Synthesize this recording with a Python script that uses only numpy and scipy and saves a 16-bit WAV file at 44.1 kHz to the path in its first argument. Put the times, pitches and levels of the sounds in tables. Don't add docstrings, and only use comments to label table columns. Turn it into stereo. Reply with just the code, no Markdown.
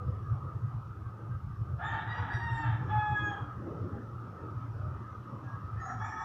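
import sys
import numpy as np
from scipy import signal
from scipy.fft import rfft, irfft, next_fast_len
from scipy.io import wavfile
from scipy.ndimage import uniform_filter1d, map_coordinates

SR = 44100
rng = np.random.default_rng(int(sys.argv[2]) if len(sys.argv) > 2 else 0)


def inscribe(sig):
    pcm = np.round(np.clip(np.atleast_2d(sig).T, -1, 1) * 32767)
    wavfile.write(sys.argv[1], SR, pcm.astype(np.int16))


def how_loud(loudness_db):
    steps = np.asarray(loudness_db, float) / 20
    return 10 ** steps


N = 275184


def rooster():
    return syllables() + held_note() + rise() + squawk()


# (time [s], effort [dB], hoarseness [0-1], beak opening as second over first partial [dB])
SYLLABLES = [(1.78, -33, 0.56, -3.5), (1.816, -33.5, 0.76, -2.5), (1.846, -31, 0.71, 7.5),
             (1.96, -33, 0.92, 1.5), (2.055, -44, 1.03, 3.5), (2.1, -33, 0.73, 6.5),
             (2.18, -32.5, 0.79, -6.5), (2.26, -42.5, 1.02, -6), (2.312, -32, .8, -1.5),
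             (2.36, -35.5, 0.73, 14), (2.42, -34, 0.53, -0.5), (2.534, -34, 0.59, -4),
             (2.62, -33, 0.65, -2.5), (2.665, -33, 0.84, -7), (2.702, -36.5, 0.93, -4),
             (2.86, -45, 0.56, -7)]
# (time [s], pitch [Hz])
SYLLABLE_PITCH = [(1.78, 640), (1.805, 700), (1.83, 875), (1.9, 905), (2.0, 900), (2.1, 953), (2.3, 947),
                  (2.68, 903), (2.85, 870)]
# (multiple of pitch, level over the upper level [dB], start [s], end [s])
SYLLABLE_TOP = [(3, 0, 2.08, 2.22), (3, 4, 2.38, 2.7), (4, -0.5, 1.8, 2.75), (5, -12, 1.91, 2.0),
                (5, -9, 2.08, 2.25), (5, -7, 2.29, 2.68), (6, -15.5, 2.1, 2.25), (6, -14, 2.3, 2.66),
                (7.15, -14, 1.87, 1.98), (8, -19, 1.835, 1.98), (8, -20, 2.48, 2.72), (9, -17.5, 2.31, 2.6),
                (1.8, 12.5, 2.26, 2.4)]
# (frequency [Hz], density [dB per Hz])
RASP = [(380, -45.5), (640, -7), (879, 1), (1030, -12), (1210, 1.5), (1380, -8.5), (1690, 0.5), (2050, -17),
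        (2560, -23), (3550, -22.5), (4380, -45.5), (4670, -48.5), (6010, -61.5), (7430, -48.5),
        (8000, -73.5), (10400, -93.5), (17600, -120)]


def syllables():
    return crow(SYLLABLES, SYLLABLE_PITCH, SYLLABLE_TOP, RASP, top_db=-60)


# (time [s], effort [dB], hoarseness [0-1], second over first partial [dB])
HELD = [
    (2.86, -43.5, 0.93, -4),
    (2.93, -30, 0.52, -8),
    (3.022, -32, .08, -3.5),
    (3.14, -30, .03, -16),
    (3.17, -30, .03, 7.5),
    (3.226, -40.5, 0.46, 19),
    (3.285, -33, 0.37, 12.5),
    (3.33, -35.5, 0.73, -9),
    (3.55, -67, 0.5, 13),
]
# (time [s], pitch [Hz])
HELD_PITCH = [(2.88, 845), (2.95, 850), (3.11, 843), (3.28, 829), (3.33, 815), (3.55, 808)]
# (multiple of pitch, level over the upper level [dB], start [s], end [s])
HELD_TOP = [(1.5, 13, 2.9, 3.42), (2.5, -4.5, 2.92, 3.33), (3, 1.5, 2.89, 3.45), (4, 4, 2.88, 3.48),
            (4.5, -24, 2.92, 3.17), (5, -25, 2.9, 3.25), (7, -24, 3.12, 3.34), (8, -24, 3.04, 3.2),
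            (8, -14.5, 3.2, 3.4), (8.5, -25, 3.1, 3.3), (9, -28, 3.05, 3.38)]


def held_note():
    return crow(HELD, HELD_PITCH, HELD_TOP, RASP, top_db=-61.0)


# (time [s], effort [dB], hoarseness [0-1], second over first partial [dB])
RISE = [
    (5.74, -56, .87, -32),
    (5.77, -49, 0.65, 5),
    (5.81, -39.5, 0.74, -1),
    (5.846, -35.5, 0.68, -16),
    (5.91, -36.5, 0.93, -10.5),
    (5.98, -55, 1, -17),
]
# (time [s], pitch [Hz])
RISE_PITCH = [(5.74, 1300), (5.9, 1340)]
# (multiple of pitch, level over the upper level [dB], start [s], end [s])
RISE_TOP = [(3, -11, 5.78, 6.1), (3.5, -10.5, 5.72, 5.88), (5, 7, 5.79, 5.95), (3.9, -10, 5.72, 6.02),
            (4.25, 6, 5.86, 6.9), (.56, 27, 5.86, 5.97)]
# (frequency [Hz], density [dB per Hz])
LATE_RASP = [(320, -49), (550, -31), (736, 4), (911, -8.5), (1010, -7.5), (1270, 4), (1460, -7.5),
             (1800, -1.5), (2040, -21), (2310, -30), (2890, -41), (3530, -41), (4520, -71), (5720, -31),
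             (8000, -58), (10400, -77), (17600, -120)]


def rise():
    return crow(RISE, RISE_PITCH, RISE_TOP, LATE_RASP, top_db=-62.5, second=1.36, shaky=0.55)


# (time [s], effort [dB], hoarseness [0-1], second over first partial [dB])
SQUAWK = [
    (5.96, -41.5, .91, -25),
    (5.978, -36, 0.5, -42),
    (6.01, -36, .8, -19.5),
    (6.068, -43, 0.92, 1),
    (6.166, -37, 0.66, -26.5),
    (6.22, -34, 0.77, -17.5),
    (6.24, -35.5, .85, -18),
]
# (time [s], pitch [Hz])
SQUAWK_PITCH = [(5.98, 1100), (6.06, 1145), (6.15, 1135), (6.24, 1145)]
# (multiple of pitch, level over the upper level [dB], start [s], end [s])
SQUAWK_TOP = [(0.778, 16, 5.99, 6.3), (1.58, 15, 5.98, 6.3), (3, -4, 5.96, 6.13), (3, 6, 6.15, 6.3),
              (4.8, -6.5, 5.97, 6.3), (5, -6.5, 5.95, 6.3), (5.15, -5, 5.95, 6.3), (6.4, -9, 6.02, 6.3),
              (6.05, -9, 6.02, 6.14), (2.35, -13, 6.0, 6.2), (2.02, -2, 6.04, 6.3)]


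def squawk():
    return crow(SQUAWK, SQUAWK_PITCH, SQUAWK_TOP, LATE_RASP, top_db=-56, first=1.12, shaky=0.55)


def crow(rows, pitch, top, colour, top_db, first=1, second=2, shaky=0.08):
    hz, = curves(pitch)
    effort_db, hoarse, beak_db = curves(rows)
    hoarse = np.clip(hoarse, 0, 1)
    turns = np.cumsum(hz) / SR

    chaos = hoarse ** 3
    jitter = shaky + (1.1 - shaky) * chaos
    shake = jitter * (0.9 * wobble(150) + 1.2 * wobble(45))
    tone_loss_db = 14.5 * chaos
    first_db = effort_db - tone_loss_db - 10 * np.log10(1 + how_loud(2 * beak_db))

    top_db = top_db + 1.12 * (effort_db + 35) + 0.37 * beak_db

    tone = partial(first, first_db, 1.8, turns, shake)
    tone = tone + partial(second, first_db + beak_db, 1.8, turns, shake)
    for multiple, db, start, end in top:
        tone = tone + window(start, end, 0.04) * partial(multiple, top_db + db, 4.5, turns, shake)

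    rasp_db = effort_db - 32 * (1 - hoarse)
    voice = tone + how_loud(rasp_db) * rasp(turns, colour)
    return window(rows[0][0], rows[-1][0] + 0.025, 0.038) * voice


def partial(multiple, db, flutter_db, turns, shake):
    level = how_loud(db + 2.0 + flutter_db * wobble(32))
    phase = 2 * np.pi * (multiple * turns + rng.random()) + multiple ** 0.6 * shake
    return level * np.sin(phase)


def rasp(turns, colour):
    uneven_turns = turns / 2 + 0.05 * wobble(120) + 0.25 * wobble(30)
    slaps = np.diff(np.floor(np.maximum.accumulate(uneven_turns)), prepend=0)
    slaps = unit(coloured(slaps * rng.uniform(0.077, 6.3, N), colour))
    air = unit(coloured(rng.standard_normal(N), colour))
    return unit(0.7 * slaps + 0.7 * air) * how_loud(1.5 * wobble(60))


# (frequency [Hz], decay time t60 [s])
YARD = [(500, 0.4), (2000, 0.47), (8000, 0.39)]


def yard(x):
    hz, t, z = signal.stft(rng.standard_normal(SR // 2), SR, nperseg=256)
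    decay = how_loud(-60 * t / along(YARD, hz)[:, None])
    tail = signal.istft(z * decay, SR, nperseg=256)[1]
    return signal.fftconvolve(x, tail / np.linalg.norm(tail))[:N]


# (time [s], length [s], pitch [Hz], level [dB])
PEEPS = [(.0, 0.14, 500, -56.5), (0.098, 0.12, 577, -61.5), (0.302, 0.19, 578, -61.5),
         (1.034, 0.077, 1565, -63), (1.295, 0.086, 1576, -62.5), (2.16, 0.097, 482, -52),
         (2.494, 0.37, 304, -53), (3.198, 0.13, 319, -47), (3.381, 0.14, 297, -48),
         (3.592, 0.13, 340.7, -47), (3.659, 0.082, 462, -56), (3.723, 0.074, 566, -52),
         (3.796, .12, 354, -47.5), (3.93, 0.059, 815, -50.5), (4.775, 0.17, 611, -60),
         (5.43, 0.19, 1648, -55), (5.829, 0.29, 245, -54), (3.93, 0.12, 250, -51),
         (2.746, 0.23, 310, -57.5)]


def fowl():
    out = np.zeros(N + SR)
    for s, length, hz, db in PEEPS:
        t = np.arange(int(length * SR)) / SR
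        swell = np.sin(np.pi * t / length)
        peep = np.sin(2 * np.pi * hz * t * (1 - 0.022 * t))
        out[round(s * SR):][:len(t)] += how_loud(db + 2.5) * swell * peep
    return out[:N] * how_loud(4.5 * wobble(60))


# (time [s], level [dB])
MOTOR = [(0, -35.5), (.8, -38.5), (.96, -42), (1.2, -40.5), (1.56, -35), (1.9, -39.5), (2.07, -41),
         (2.2, -36.5), (2.6, -35), (2.95, -35), (3.2, -34.5), (3.55, -44.5), (3.7, -38.5), (4.3, -47.5),
         (4.7, -38), (5.4, -47.5), (5.75, -38), (6.24, -46)]
# (frequency [Hz], density [dB per Hz])
HUM = [(15, -58.5), (25, -33), (113, 4), (131, -2), (157, -15.5), (200, -18.5), (260, -45), (440, -120)]


def motor():
    hum_db, = curves(MOTOR)
    t = np.arange(N) / SR
    throb_db = 3.5 * np.sin(2 * np.pi * 6.4 * t + 3.06 * wobble(2.967))
    return how_loud(hum_db + 0.94) * unit(how_loud(throb_db) * rush(HUM, patchy_db=1.07))


# (time [s], level [dB])
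AIR = [(0, -53.5), (1.5, -56.5), (1.9, -54.5), (2.9, -48), (4.1, -53.5), (4.6, -52), (6.24, -51)]
# (frequency [Hz], density [dB per Hz])
WHIR = [(410, -55), (700, -13.5), (1080, -8), (1270, 2.5), (1390, -10.5), (1610, -15), (1660, -19),
        (1980, -25), (2150, -31), (2620, -32.5), (4350, -44), (5570, -38.5), (7500, -55.5), (9750, -80),
        (16500, -120)]


def whir():
    whir_db, = curves(AIR)
    return how_loud(whir_db + 1.5) * rush(WHIR, patchy_db=3.5)


# (time [s], half length [s], swell [dB])
PASSES = [
    (0.197, 0.35, 4),
    (2.697, 0.41, 2.5),
    (3.599, 0.63, 6.5),
    (3.76, 0.15, 5.5),
    (4.506, 0.38, 3),
    (5.3, 0.34, 4),
]
# (frequency [Hz], density [dB per Hz])
TRAFFIC = [(88, -29), (150, 0.5), (215, -5), (317, -4.5), (404, -8), (600, -13.5), (682, -19), (900, -25.5),
           (1170, -48), (1980, -120)]


def traffic():
    t = np.arange(N) / SR
    level_db = -56.5 + 1.1 * wobble(6)
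    for s, half_s, db in PASSES:
        level_db = level_db + db * np.exp(-((t - s) / half_s) ** 2)
    return how_loud(level_db + 1.83) * rush(TRAFFIC, patchy_db=3.0)


# (frequency [Hz], level [dB])
APART = [(25, -15), (120, -26), (250, -28), (600, -18), (1200, -19), (2200, -13), (2600, -89.5)]


def flicker(x):
    hz, _, z = signal.stft(np.roll(x, 700), SR, nperseg=2048)
    band = np.maximum(hz - 170, 0).astype(int) // 110
    loud = uniform_filter1d(np.abs(z[28:95]).mean(0), size=5)
    quiet = loud < 1.8 * np.median(loud)
    share = np.where(hz[:, None] < 280, 0.15, 0.14 * quiet + 0.02)
    cells = rng.random((band.max() + 1, z.shape[1]))[band] < share
    return coloured(signal.istft(z * cells, SR, nperseg=2048)[1][:N], APART)


# (frequency [Hz], density [dB per Hz])
HISS = [(1500, -120), (2500, 16.5), (8000, 1.5), (13800, -2.5), (14800, 3.5), (15500, 1)]
# (frequency [Hz], density [dB per Hz])
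OWN_HISS = [(700, -39.5), (1600, -1.5), (2500, 9.5), (5000, 4.5), (8000, 0), (15500, -0.5)]


def hiss():
    shared = how_loud(-80.0) * unit(coloured(rng.standard_normal(N), HISS))
    own = how_loud(-77.5) * unit(coloured(rng.standard_normal((2, N)), OWN_HISS))
    return shared + own


def unit(x):
    return x / np.sqrt(np.mean(x ** 2) + 1e-20)


def along(points, hz):
    f, v = np.transpose(points)
    return np.interp(np.log(hz + 1), np.log(f + 1), v)


def curves(rows):
    s, *cols = np.transpose(rows)
    return [np.interp(np.arange(N) / SR, s, c) for c in cols]


def window(start, end, fade):
    t = np.arange(N) / SR
    return np.clip(np.minimum(t - start, end - t) / fade, 0, 1)


def wobble(rate):
    at = np.arange(0, N + 32, 32)
    knots = rng.standard_normal(int(N * rate / SR) + 4)
    return np.interp(np.arange(N), at, map_coordinates(knots, [at * rate / SR]))


def coloured(x, spectrum):
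    m = next_fast_len(N + 8192)
    gain = how_loud(along(spectrum, np.fft.rfftfreq(m, 1 / SR)))
    return irfft(rfft(x, m) * gain, m)[..., :N]


def rush(spectrum, patchy_db):
    z = signal.stft(rng.standard_normal(N), nperseg=1024)[2]
    field = uniform_filter1d(rng.standard_normal(z.shape), 4, 0)
    field = uniform_filter1d(field, 8, 1)
    patches = how_loud(patchy_db * unit(field))
    noise = signal.istft(z * patches, nperseg=1024)[1][:N]
    return unit(coloured(noise, spectrum))


def scene():
    voice = rooster()
    mid = how_loud(-2.5) * voice + how_loud(-6) * yard(voice) + fowl()
    mid = mid + motor() + traffic() + whir()
    return np.array([mid, mid])


def roll_off(x):
    return signal.sosfilt(signal.butter(12, 16850, fs=SR, output="sos"), x)


def record(dry):
    side = np.array([[1], [-1]]) * flicker(dry[0])
    wet = dry + hiss() + side
    mix = coloured(wet, [(15480, 0), (15540, -80)])
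    return roll_off(mix)


dry = scene()
out = record(dry)
inscribe(out)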